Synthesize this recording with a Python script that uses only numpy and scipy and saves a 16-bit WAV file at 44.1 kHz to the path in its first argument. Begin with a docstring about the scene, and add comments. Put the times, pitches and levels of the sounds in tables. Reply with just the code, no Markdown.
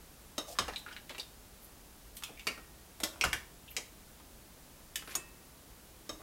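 """Mussel shells clack and slide as a steel spoon ladles them from a pot into a ceramic bowl, in a small hard kitchen.
Clacks are short cracks of noise with two shell resonances; slides are swells of gritty noise.
The pot, spoon and bowl ring as sets of fading sine tones; the food knocks and the counter thumps as low noise.
Dense kitchen echoes follow the shells and pot, over quiet rumble, hiss and a thin whine, all in close mono."""
import sys
import numpy as np
from scipy import signal
from scipy.fft import rfft, irfft
from scipy.io import wavfile

SR = 44100
rng = np.random.default_rng(int(sys.argv[2]) if len(sys.argv) > 2 else 0)


def to_linear_factor(level_db):
    """Convert decibel levels (scalar or array-like) to linear amplitude factors."""
    exponent = np.asarray(level_db, float) / 20
    return 10 ** exponent


def unload_wav(signal):
    """Save mono or channel-first audio to the path in sys.argv[1] as 16-bit WAV at rate SR, clipped to [-1, 1]."""
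    wavfile.write(
        sys.argv[1],
        SR,
        np.round(np.clip(np.atleast_2d(signal).T, -1, 1) * 32767).astype(np.int16),
    )


N = 274322  # length in samples


def unit(x):
    """Scale to rms 1."""
    return x / np.sqrt(np.mean(x ** 2))


def bell(x, hz, octaves):
    """Keep a bell-shaped band around hz, width in octaves."""
    f = np.maximum(np.fft.rfftfreq(len(x), 1 / SR), 1)
    distance = np.log2(f / hz) / (octaves / 2)
    return irfft(rfft(x) * np.exp(-0.5 * distance ** 2), len(x))


def fade(t, t60):
    """Amplitude that falls 60 dB in t60 s."""
    return np.exp(-np.log(1000) * t / t60)


def add(out, s, x):
    """Mix x into out from time s."""
    i = int(s * SR)
    out[i:i + len(x)] += x[:N - i]


# Sharp shell contacts: t/s, relative level/dB, lower resonance f/Hz, upper resonance f/Hz,
# hardness/dB (sets the treble against the lower resonance; higher is brighter)
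SHELL_CLACKS = [(0.381, -33.5, 1130, 3820, -0.5), (0.587, -18.5, 1250, 5220, -14),
                (0.681, -27, 790, 2730, -16.5), (0.76, -25.5, 3700, 4150, -20),
                (0.862, -32.5, 1386, 2680, -30), (0.912, -38, 1480, 3890, -28),
                (1.094, -38, 1960, 2930, -8), (1.181, -37.5, 2400, 2860, -6),
                (1.197, -32.5, 3860, 4660, -8.5), (2.169, -40.5, 2750, 8350, -7),
                (2.224, -34.5, 1250, 2710, -15), (2.236, -30, 2520, 3400, -6),
                (2.395, -38.5, 2450, 3500, -12), (2.469, -25, 1190, 4700, -8.5),
                (2.473, -23, 2360, 2800, -13), (2.577, -40, 1260, 2820, -18), (3.002, -39, 696, 3750, 2.5),
                (3.036, -27.5, 1220, 3420, 2.5), (3.211, -17.5, 2350, 5600, -16),
                (3.239, -15, 1320, 2870, -14), (3.248, -28.5, 1450, 5000, -6),
                (3.33, -18.5, 1800, 3300, -10.5), (3.766, -24, 2270, 6900, -9.5),
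                (4.2, -45, 900, 2750, -18), (4.957, -28.5, 1830, 3030, 0), (5.023, -37, 1200, 3140, -18),
                (5.075, -36.5, 1440, 2720, -12), (5.152, -29.5, 1175, 6200, -7.5),
                (6.093, -38, 1090, 3000, -5.5)]


def clacks():
    """Shells knock together: a brief rattling crack, coloured by two shell resonances up to a treble tick."""
    upper_share, upper_lift_db = 0.61, 2  # the upper resonance takes this share of the hardness, plus a lift
    out, t = np.zeros(N), np.arange(2048) / SR
    octave = np.log2(np.maximum(np.fft.rfftfreq(len(t), 1 / SR), 1))
    onset = np.minimum(t / 0.00042, 1) * (t < 0.04)  # contact builds in a fraction of a ms
    for s, db, low_hz, high_hz, hard_db in SHELL_CLACKS:
        crack = rfft(rng.standard_normal(len(t)) * fade(t, 0.017))
        even_crack = crack / np.abs(crack)  # a hard contact excites all frequencies evenly
        low, high = np.log2([low_hz, max(low_hz, high_hz)])
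        slope_db = np.interp(octave, [low - 1.6, low, high, np.log2(11000), np.log2(18000)],
                             [-22, 0, upper_share * hard_db + upper_lift_db, hard_db - 2.5, hard_db - 16.5])
        low_bump_db = 8 * np.exp(-((octave - low) / 0.24) ** 2)
        high_bump_db = 8 * np.exp(-((octave - high) / 0.082) ** 2)
        colour = to_linear_factor(db + 23 + slope_db + low_bump_db + high_bump_db)
        add(out, s, onset * irfft(even_crack * colour, len(t)))
    return out


def slides(rows, octaves):
    """Rough rubbing: dense uneven micro-clicks under a flat swell, coloured by what slides."""
    out = np.zeros(N)
    for s, length, db, hz in rows:
        unevenness_db = 7.4 * np.repeat(rng.standard_normal(128), 64)  # a new strength every 64 samples
        grit = rng.standard_normal(8192) * to_linear_factor(unevenness_db)
        samples = int(np.clip(length, 0.004, 0.18) * SR)
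        swell = np.sqrt(np.sin(np.linspace(0, np.pi, samples)).clip(0))
        rub = bell(grit, hz, octaves)[:samples] * swell
        add(out, s, to_linear_factor(db) * unit(rub))
    return out


# Shells dragged over shells and steel: start t/s, length t/s, level/dB, centre f/Hz
SHELL_SCRAPES = [(.47, 0.075, -54.5, 5730), (0.548, 0.027, -60, 1210), (.69, 0.01, -45.5, 1190),
                 (0.719, 0.03, -54.5, 1790), (0.772, 0.025, -58, 7000), (0.873, 0.021, -54, 1200),
                 (0.915, 0.023, -54.5, 2070), (0.95, 0.031, -51.5, 1400), (1.09, 0.028, -52, 1990),
                 (1.138, 0.026, -53.5, 1400), (2.283, 0.021, -60, 684), (3.084, 0.15, -65.5, 990),
                 (5.084, 0.068, -54.5, 1800), (5.1, 0.025, -59, 5500), (6.192, 0.076, -55, 680)]


def scrapes():
    """Dragged shells give broad bands of gritty noise."""
    return slides(SHELL_SCRAPES, octaves=2.07)


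# Light rubs: start t/s, length t/s, level/dB, centre f/Hz
LIGHT_RUBS = [(.47, 0.085, -55.5, 637), (1.612, 0.047, -61, 12200), (2.15, 0.035, -55.5, 12300),
              (4.957, 0.013, -50, 12800), (2.365, 0.024, -59.5, 2330), (3.676, 0.019, -59, 3100),
              (3.704, 0.014, -53, 12800), (3.712, 0.0074, -57, 2460), (5.04, 0.18, -63.5, 11100)]


def rubs():
    """Light rubs sound in one narrow band each."""
    return slides(LIGHT_RUBS, octaves=0.48)


def struck(modes, blows):
    """Each blow rings the object's modes; where it lands shifts their strengths a little."""
    out, t = np.zeros(N), np.arange(SR // 2) / SR
    hz, db, t60 = np.transpose(modes)[:, :, None]
    for s, blow_db in blows:
        spot, phase = rng.standard_normal((2, len(modes), 1))
        strength = to_linear_factor(blow_db + db + 0.38 * spot)
        tones = np.sin(2 * np.pi * hz * t + phase / 2)
        add(out, s, (strength * tones * fade(t, t60)).sum(0))
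    return out


# Ringing tones of the pot: f/Hz, level/dB relative to the blow, time to fall 60 dB t/s
POT_MODES = [(314, -10.5, 0.073), (611, -6.5, 0.035), (1190, -7.5, 0.05), (1400, -33, 0.19),
             (3155, -0.5, 0.011), (3750, -2.5, 0.038), (5370, -2, 0.022), (6410, -6.5, 0.039),
             (7770, -11, 0.029), (9070, -47, .04)]
# Blows on the pot: t/s, level/dB
POT_HITS = [(.380, -32), (0.587, -31.5), (0.678, -57), (3.034, -29), (6.093, -35)]


def pot():
    """The struck pot rings briefly in its own set of fading tones."""
    return struck(POT_MODES, POT_HITS)


# Ringing tones of the steel spoon: f/Hz, level/dB relative to the blow, time to fall 60 dB t/s
SPOON_MODES = [(2620, -19, 0.52), (4500, -11, 0.046), (5560, -5, 0.053), (6540, 0, 0.066),
               (6810, -1, 0.077), (7300, -12, 0.18), (8220, -14.5, 0.17), (9330, -6.5, 0.13),
               (10420, -10, 0.074), (12000, -2.5, 0.063), (13880, -12, .045)]
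# Blows on the spoon: t/s, level/dB
SPOON_HITS = [(2.236, -48), (4.958, -44.5), (5.153, -29)]


def spoon():
    """The struck steel spoon rings in high fading tones."""
    return struck(SPOON_MODES, SPOON_HITS)


# Ringing tones of the ceramic bowl: f/Hz, level/dB relative to the blow, time to fall 60 dB t/s
BOWL_MODES = [(318, 8.5, 0.18), (1875, 0, 0.82)]
# Blows on the bowl: t/s, level/dB
BOWL_HITS = [(2.468, -53), (5.153, -57.5)]


def bowl():
    """The struck ceramic bowl rings in a low and a higher tone."""
    return struck(BOWL_MODES, BOWL_HITS)


def thumps(shudders, blows):
    """Low noisy shudders that take a couple of cycles to rise, then fade."""
    out, t = np.zeros(N), np.arange(SR // 2) / SR
    for s, blow_db in blows:
        for hz, db, t60 in shudders:
            rumble = unit(bell(rng.standard_normal(len(t)), hz, 1.67))
            rise = 1 - fade(t, 10.2 / hz)
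            add(out, s, to_linear_factor(blow_db + db) * rumble * rise * fade(t, t60))
    return out


# Dull knocks through the food in the pot: t/s, level/dB before the rise and fade
POT_FOOD_KNOCKS = [(.38, -37), (.59, -37.5), (.68, -40.5), (1.1, -46.5), (1.18, -46), (3.002, -45.5),
                   (3.04, -40.5), (3.212, -39.5), (3.24, -34.5), (3.33, -44), (3.77, -43), (6.095, -44)]
# The same in the bowl: t/s, level/dB before the rise and fade
BOWL_FOOD_KNOCKS = [(2.298, -49), (2.47, -38.5), (2.576, -48), (5.074, -48.5), (5.155, -44)]


def knocks():
    """Dull knocks through the food, higher in the pot than in the bowl."""
    pot_hz, bowl_hz, t60_s = 477, 337, 0.17
    return thumps([(pot_hz, 0, t60_s)], POT_FOOD_KNOCKS) + thumps([(bowl_hz, 0, t60_s)], BOWL_FOOD_KNOCKS)


# The counter's two shudders: f/Hz, level/dB relative to the blow, time to fall 60 dB t/s
COUNTER_SHUDDERS = [(42.8, -2, 0.31), (149, -7, .17)]
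# Heavy digs: t/s, level/dB before the rise and fade
COUNTER_DIGS = [(0.599, -35), (3.038, -53), (3.246, -28.5), (3.33, -40.5), (6.098, -43.5)]


def counter():
    """Heavy digs shake the counter, which answers with two low shudders."""
    return thumps(COUNTER_SHUDDERS, COUNTER_DIGS)


# How long the late kitchen echoes last: f/Hz, time to fall 60 dB t/s
ECHO_TIMES = [(250, 0.93), (1000, 0.39), (4000, 0.31), (12000, 0.34)]


def kitchen(x):
    """Dense echoes of tiles and cupboards, treble dying sooner; the pattern changes as hands and spoon move."""
    overlap_octaves, echo_db = 1.3, 1  # at this overlap neighbouring octave bands sum flat
    out, t = x.copy(), np.arange(SR // 3) / SR
    size = SR // 8  # each eighth of a second gets a new echo pattern
    hz, t60 = np.transpose(ECHO_TIMES)
    early = np.minimum(t / 0.0012, 1) * (1 + 2.5 * fade(t, 0.084))  # counter and hob answer first and loudest
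    for i in range(0, N, size):
        noise = rng.standard_normal(len(t))
        tail = np.zeros(len(t))
        for f in 125 * 2 ** np.arange(8):
            band_t60 = np.interp(np.log(f), np.log(hz), t60)
            tail += bell(noise, f, overlap_octaves) * fade(t, band_t60)
        tail *= early
        tail /= np.sqrt(np.sum(tail ** 2))
        echo = signal.fftconvolve(x[i:i + size], tail)
        add(out, (i + 0.5) / SR, to_linear_factor(echo_db) * echo)  # half a sample guards against rounding down
    return out


# Shape of the rumble and hiss: f/Hz, relative level/dB per Hz
FLOOR_SHAPE = [(12, -34), (20, -5.5), (33, -4.5), (50, 1), (90, -9.5), (191, -10.5), (259, -11.5),
               (298, -12), (439, -15.5), (565, -16.5), (631, -17), (1070, -20), (1870, -23), (2030, -24),
               (15500, -26)]


def floor():
    """Room rumble and microphone hiss are shaped noise; a faint thin whine is one steady sine."""
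    noise_db, whine_hz, whine_peak_db = -55, 10450, -74.5  # noise level is rms
    f = np.maximum(np.fft.rfftfreq(N, 1 / SR), 1)
    hz, db = np.transpose(FLOOR_SHAPE)
    shape = to_linear_factor(np.interp(np.log(f), np.log(hz), db))
    hiss = irfft(rfft(rng.standard_normal(N)) * shape, N)
    whine = np.sin(2 * np.pi * whine_hz * np.arange(N) / SR)
    return to_linear_factor(noise_db) * unit(hiss) + to_linear_factor(whine_peak_db) * whine


def scene():
    """Shells and pot fill the kitchen; spoon and bowl ring close by; one microphone feeds both channels."""
    far = clacks() + scrapes() + rubs() + pot()
    near = spoon() + bowl()
    mono = kitchen(far) + near + knocks() + counter() + floor()
    return np.tile(mono, (2, 1))


def roll_off(x):
    """The treble ends steeply here."""
    return signal.sosfilt(signal.butter(12, 17010, fs=SR, output="sos"), x)


def record(dry):
    """Cut the top steeply above 15850 Hz to finish the mix."""
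    top_cut = signal.ellip(10, 0.2, 40, 15850, fs=SR, output="sos")
    mix = signal.sosfilt(top_cut, dry)
    return roll_off(mix)


dry = scene()
out = record(dry)
unload_wav(out)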